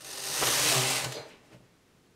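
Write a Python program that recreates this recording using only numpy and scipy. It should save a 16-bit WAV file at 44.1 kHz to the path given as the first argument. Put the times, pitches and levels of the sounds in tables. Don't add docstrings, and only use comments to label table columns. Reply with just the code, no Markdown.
import sys
import numpy as np
from scipy import signal
from scipy.fft import rfft, irfft, next_fast_len
from scipy.io import wavfile
from scipy.ndimage import uniform_filter1d

SR = 44100
rng = np.random.default_rng(int(sys.argv[2]) if len(sys.argv) > 2 else 0)


def wrap_up_sound(samples):
    columns = np.atleast_2d(samples).T
    tamed = np.clip(columns, -1, 1)
    steps = np.round(tamed * 32767).astype(np.int16)
    wavfile.write(sys.argv[1], SR, steps)


N = 94815

# time_s, needles_per_s
NEEDLE_RATE = [(0, 36), (.12, 42), (.22, 52), (.32, 80), (.45, 120), (.5, 123), (.58, 142), (.68, 156),
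               (.75, 128), (.87, 127), (.93, 136), (1.06, 137), (1.15, 100)]
# frequency_hz, relative_db
LEAVING_COLOUR = [(410, -33.5), (700, 1.5), (895, -3.5), (1270, 1), (1390, -5), (1830, -9), (2000, 0.5),
                  (2660, 1.5), (3490, -2.5), (3920, -0.5), (8430, -3.5), (12800, -13), (15500, -20.5)]


def amp(db):
    return 10 ** (np.asarray(db) / 20)


def unit(x):
    return x / np.sqrt(np.mean(x ** 2) + 1e-20)


def curve(rows):
    return np.interp(np.arange(N) / SR, *np.transpose(rows))


def level(rows):
    release_t60_s = 0.6
    past_s = np.maximum(np.arange(N) / SR - rows[-1][0], 0)
    return amp(curve(rows) - 60 * past_s / release_t60_s)


def noise():
    return rng.standard_normal(N)


def filtered(x, response):
    m = next_fast_len(N + SR // 2)
    return irfft(rfft(x, m) * response(np.fft.rfftfreq(m, 1 / SR)), m)[:N]


def coloured(x, points, size=8192):
    hz, db = np.transpose(points)
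    grid_hz = np.fft.rfftfreq(size, 1 / SR)
    gain_db = np.interp(np.log(grid_hz + 1), np.log(hz + 1), db)
    cepstrum = irfft(np.log(amp(gain_db)))
    cepstrum[1:size // 2] *= 2
    cepstrum[size // 2 + 1:] = 0
    impulse_response = irfft(np.exp(rfft(cepstrum)))
    return unit(signal.fftconvolve(x, impulse_response)[:N])


def resonant(x, modes):
    def response(f):
        total = 0
        for k, (hz, width, db) in enumerate(modes):
            sign = (-1) ** k
            damping = 1j * f * width
            total = total + sign * amp(db) * damping / (hz * hz - f * f + damping)
        return total
    return unit(filtered(x, response))


def pulses(times, spread_db):
    size = amp(spread_db * np.clip(rng.standard_normal(len(times)), -2, 2))
    return np.bincount(np.clip(times * SR, 0, N).astype(int), size, N + 1)[:N]


def burst(impulses, ring_s):
    energy = signal.lfilter([1], [1, -np.exp(-2 / (ring_s * SR))], impulses ** 2)
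    return unit(np.sqrt(np.abs(energy)) * noise())


def passes(offset):
    travel = np.cumsum(curve(NEEDLE_RATE)) / SR
    return np.interp(np.arange(int(travel[-1]) - 1) + offset, travel, np.arange(N) / SR)


def decays(rows, attack_s):
    envelope = np.zeros(N)
    for start_s, db, t60_s in rows:
        age = np.maximum(np.arange(N) / SR - start_s, 0)
        envelope += amp(db - 60 * age / t60_s) * (1 - np.exp(-age / attack_s))
    return envelope


def swell(peak_s, db, rise_s, fall_s):
    depth_db = 19
    t = np.arange(N) / SR - peak_s
    return amp(db - depth_db * np.maximum(-t / rise_s, t / fall_s))


def background():
    # frequency_hz, relative_db
    floor_colour = [(25, -10), (70, -5.5), (170, -0.5), (280, -4.5), (450, -6), (600, -13.5), (1000, -15),
                    (2400, -18.5), (7000, -24.5), (12000, -31), (15500, -37)]
    return amp(-63) * coloured(noise(), floor_colour)


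def room(x):
    t60_s, onset_s = 0.32, 0.0013
    t = np.arange(SR // 2) / SR
    tail = rng.standard_normal(len(t)) * amp(-60 * t / t60_s) * (1 - np.exp(-t / onset_s))
    return signal.fftconvolve(x, tail / np.linalg.norm(tail))[:N]


def handling():
    # peak_s, level_db, rise_s, fall_s
    rub_swells = [(1.33, -55, 0.23, 0.14), (1.45, -68.5, 0.062, 0.16), (1.535, -53.5, 0.047, 0.037),
                  (1.627, -67.5, 0.026, 0.43)]
    # frequency_hz, relative_db
    rub_colour = [(60, -10), (140, 1), (250, 2), (450, 1), (800, -3.5), (1400, -7.5), (2600, -7.5),
                  (3600, -15), (6000, -19.5), (15000, -47)]
    # peak_s, level_db, rise_s, fall_s
    brush_swells = [(1.29, -60, 0.064, 0.063), (1.46, -67.5, .06, .12), (1.533, -64, .03, 0.045)]
    # start_s, level_db, t60_s
    bump_blows = [(1.527, -51, 0.14), (1.545, -44, 0.086), (1.6, -52, 0.113), (1.632, -61, 0.062)]
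    # frequency_hz, relative_db
    thud_colour = [(30, -25), (80, -4), (140, 13), (220, -1), (400, -8), (600, -0.5), (1000, -22),
                   (3000, -43)]
    rubs = sum(swell(*row) for row in rub_swells) * coloured(noise(), rub_colour)
    brushes = sum(swell(*row) for row in brush_swells) * coloured(noise(), LEAVING_COLOUR)
    bumps = decays(bump_blows, attack_s=0.0038) * coloured(noise(), thud_colour)
    return rubs + brushes + bumps


def slips():
    return noise() * amp(2.5 * noise())


def rail():
    # frequency_hz, width_hz, relative_db
    rail_modes = [(370, 140, 3.5), (450, 59, 9.5), (560, 41, 6.5), (616, 61, 7.5), (743, 44, 2),
                  (850, 180, -5.5), (1290, 210, -7), (2200, 450, -8)]
    # time_s, level_db
    coast_level = [(0.95, -65), (1.07, -54), (1.13, -48), (1.175, -40), (1.205, -42.5), (1.24, -49.5),
                   (1.29, -54), (1.33, -93), (1.42, -65.5)]
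    # frequency_hz, width_hz, peak_s, level_db
    steel_rings = [(2500, 1500, 1.311, -56.5), (3650, 1300, 1.146, -47), (4200, 450, 1.176, -47.5),
                   (4820, 160, 1.166, -52.5), (6100, 420, 1.156, -53), (7070, 180, 1.114, -53),
                   (8450, 400, 0.82, -71)]
    lowpass = signal.butter(2, 4000, fs=SR, output="sos")
    low = signal.sosfilt(lowpass, resonant(slips(), rail_modes))
    ring = np.zeros(N)
    for hz, width, peak_s, db in steel_rings:
        mode = [(hz, width, 0)]
        narrow = resonant(resonant(slips(), mode), mode)
        ring += swell(peak_s, db, rise_s=0.1, fall_s=0.1) * narrow
    return level(coast_level) * unit(low) + ring


def blows():
    # start_s, level_db, t60_s
    click_blows = [(.453, -34, 0.086), (.468, -24, 0.081), (.777, -25, 0.039), (1.0435, -23.5, 0.037),
                   (1.121, -33, 0.058)]
    # frequency_hz, relative_db
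    click_colour = [(100, -22), (500, -2.5), (1500, 1.5), (4000, 3.5), (6300, 0), (7400, 2.5), (8800, -7),
                    (12000, -6.5), (15500, -25)]
    # start_s, level_db, t60_s
    knock_blows = [(.047, -52, 0.07), (.413, -27, 0.057), (.423, -25, 0.069), (.429, -25, 0.037),
                   (.474, -26, 0.089), (.722, -28.5, 0.1), (.733, -53.5, 0.047), (.744, -30, 0.067),
                   (.763, -24.5, 0.046), (1.049, -34.5, 0.12)]
    # frequency_hz, relative_db
    knock_colour = [(30, -19.5), (80, -9.5), (130, -0.5), (220, -5.5), (420, 5), (750, 2), (1100, 0.5),
                    (2200, -5), (4000, -23), (12000, -39)]
    clicks = decays(click_blows, attack_s=0.001) * coloured(noise(), click_colour)
    knocks = decays(knock_blows, attack_s=0.0021) * coloured(noise(), knock_colour)
    return clicks + knocks


def singing():
    # centre_s, level_db, length_s, multiple_of_needle_rate
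    sung_overtones = [(0.48, -40.5, 0.046, 3), (0.669, -36.5, 0.024, 3), (0.66, -47.5, 0.083, 2),
                      (0.735, -37, 0.082, 5), (0.805, -36.5, .15, 3), (0.868, -49, 0.21, 2)]
    # time_s, level_db
    hum_level = [(0, -78), (.15, -58), (.3, -51), (.4, -68.5), (.5, -91.5)]
    hum_hz = 389.8
    t = np.arange(N) / SR
    needle_phase = 2 * np.pi * np.cumsum(curve(NEEDLE_RATE)) / SR
    tones = level(hum_level) * np.sin(2 * np.pi * hum_hz * t)
    for centre_s, db, length_s, multiple in sung_overtones:
        window = 1 / (1 + (2 * (t - centre_s) / length_s) ** 4)
        tones += amp(db) * window * np.sin(multiple * needle_phase)
    return np.sqrt(2) * tones


def bed():
    # time_s, level_db
    shake_level = [(0, -58), (.1, -49), (.24, -47.5), (.38, -40), (.46, -37), (.56, -36), (.69, -37),
                   (.75, -36.5), (.82, -38.5), (.95, -40.5), (1.05, -38), (1.11, -49), (1.25, -54.5),
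                   (1.42, -71.5)]
    # frequency_hz, width_hz, relative_db
    bed_modes = [(254.4, 8.3, -5), (312, 9.1, -4.5), (371, 14, 0), (469, 78, -2.5), (606, 73, 1),
                 (636, 38, -5.5), (648, 57, -6.5), (798, 94, -4), (1004, 108, -4.5)]
    # frequency_hz, relative_db
    grind_colour = [(30, -40), (70, -3.5), (110, -9.5), (200, -2), (400, 4.5), (700, -7.5), (1100, -5),
                    (1800, 5), (4000, -51)]
    # time_s, level_db
    boom_level = [(0, -70), (.26, -62.5), (.32, -50), (.365, -63), (.42, -43.5), (.53, -57), (.66, -47),
                  (.72, -52), (.765, -36.5), (.83, -44), (.885, -50), (.93, -40), (1.01, -48.5),
                  (1.06, -40.5), (1.145, -65), (1.2, -50), (1.27, -66)]
    # frequency_hz, width_hz, relative_db
    boom_mode = [(140.8, 15, 0)]
    drone_db, grind_db, beat_db = -3, -6, -5
    boom_tone_db, boom_noise_db = 3, 1.5
    rate = curve(NEEDLE_RATE)
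    beat = unit(pulses(passes(0.501), spread_db=5.5))
    drone = resonant(amp(beat_db) * beat + noise(), bed_modes)
    body = amp(drone_db) * drone + amp(grind_db) * coloured(noise(), grind_colour)
    hz, width, _ = boom_mode[0]
    resonance_gain = 1 / np.hypot(1, (rate - hz) / width)
    tone = np.sin(2 * np.pi * np.cumsum(rate) / SR) * resonance_gain
    rumble = resonant(resonant(noise(), boom_mode), boom_mode)
    rumble /= np.sqrt(np.abs(uniform_filter1d(rumble ** 2, size=1600)) + 1e-6)
    boom = amp(boom_tone_db) * tone + amp(boom_noise_db) * rumble
    return level(shake_level) * body + level(boom_level) * boom


def needle_contacts(cam_count=2):
    cam_db, latch_db, scrape_db = -4, -5.5, -2.5
    cam_scatter_s, cam_ring_s, latch_ring_s = 0.0012, 0.0035, 0.0008
    latches_per_needle, latch_spread_db = 9.2, 2.5
    cams = np.zeros(N)
    for offset in rng.random(cam_count):
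        times = passes(offset)
        times = times + cam_scatter_s * rng.standard_normal(len(times))
        cams += pulses(times, spread_db=1.5)
    flicked = rng.random(N) < latches_per_needle * curve(NEEDLE_RATE) / SR
    latches = flicked * amp(latch_spread_db * np.clip(noise(), -2, 2))
    impacts = amp(cam_db) * burst(cams, cam_ring_s) + amp(latch_db) * burst(latches, latch_ring_s)
    return impacts + amp(scrape_db) * noise()


def needles():
    # time_s, level_db
    rattle_level = [(0, -55), (.04, -50.5), (.07, -44), (.22, -39), (.27, -34.5), (.35, -33), (.45, -28.5),
                    (.53, -28), (.64, -27.5), (.715, -25.5), (.8, -29.5), (.92, -29.5), (.98, -32.5),
                    (1.04, -38.5), (1.085, -47.5), (1.15, -50), (1.24, -66), (1.4, -81)]
    # frequency_hz, relative_db
    entering_colour = [(410, -62), (700, -8), (797, -3), (919, -10), (1320, -2), (1600, -11.5), (1780, 0),
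                       (2220, -7), (2690, 0), (3230, -6.5), (3580, -2), (4640, 0.5), (5640, -1.5),
                       (6100, 2), (7400, -8.5), (8650, 0), (10600, -9), (13100, -10.5), (15500, -25)]
    # frequency_hz, relative_db
    crossing_colour = [(410, -35.5), (700, -14.5), (1320, 4.5), (1430, -4), (1760, 4), (2460, -3.5),
                       (2870, 4), (3730, 1.5), (6500, 3.5), (7500, -3.5), (8540, 0), (13300, -6.5),
                       (15500, -16.5)]
    pure_times = [0.36, 0.43, 0.85]
    # frequency_hz, width_hz, relative_db
    steel_modes = [(1810, 20, 3.5), (2810, 99, 1.5), (4780, 110, -4), (5400, 360, -13.5), (6760, 770, -2),
                   (8510, 210, 16), (8900, 146, 6), (12000, 67, -4.5), (13140, 290, 0)]
    # frequency_hz, relative_db
    flick_colour = [(1000, -32), (4500, -2.5), (7400, 0), (8500, -8), (13000, -7), (15500, -15)]
    # start_s, level_db
    first_ticks = [(.006, -44.5), (0.019, -44), (0.045, -36.5), (.066, -42), (.083, -48), (.1035, -35),
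                   (.128, -35.5), (.149, -39.5), (0.173, -35.5), (0.193, -38), (0.214, -42)]
    steel_db, flick_db, flick_ring_s, tick_t60_s = -16, -8, 0.001, 0.055
    contacts = needle_contacts()
    shares = [curve(list(zip(pure_times, row))) for row in np.eye(len(pure_times))]
    colours = (entering_colour, crossing_colour, LEAVING_COLOUR)
    rattle = sum(share * coloured(contacts, colour) for share, colour in zip(shares, colours))
    ring = resonant(np.abs(contacts) * noise(), steel_modes)
    fine_ticks = burst(pulses(passes(0.5), spread_db=0), flick_ring_s)
    flicks = shares[0] * coloured(fine_ticks, flick_colour)
    tick_envelope = decays([(start_s, db, tick_t60_s) for start_s, db in first_ticks], attack_s=0.0013)
    ticks = tick_envelope * coloured(noise(), entering_colour)
    return level(rattle_level) * (rattle + amp(steel_db) * ring + amp(flick_db) * flicks) + ticks


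def scene():
    machine = needles() + bed() + singing() + blows() + rail() + handling()
    room_db = -8
    return (machine + amp(room_db) * room(machine) + background())[None]


def record(dry):
    top_hz = 15700
    return np.array([filtered(channel, lambda hz: hz < top_hz) for channel in dry])


dry = scene()
out = record(dry)
wrap_up_sound(out)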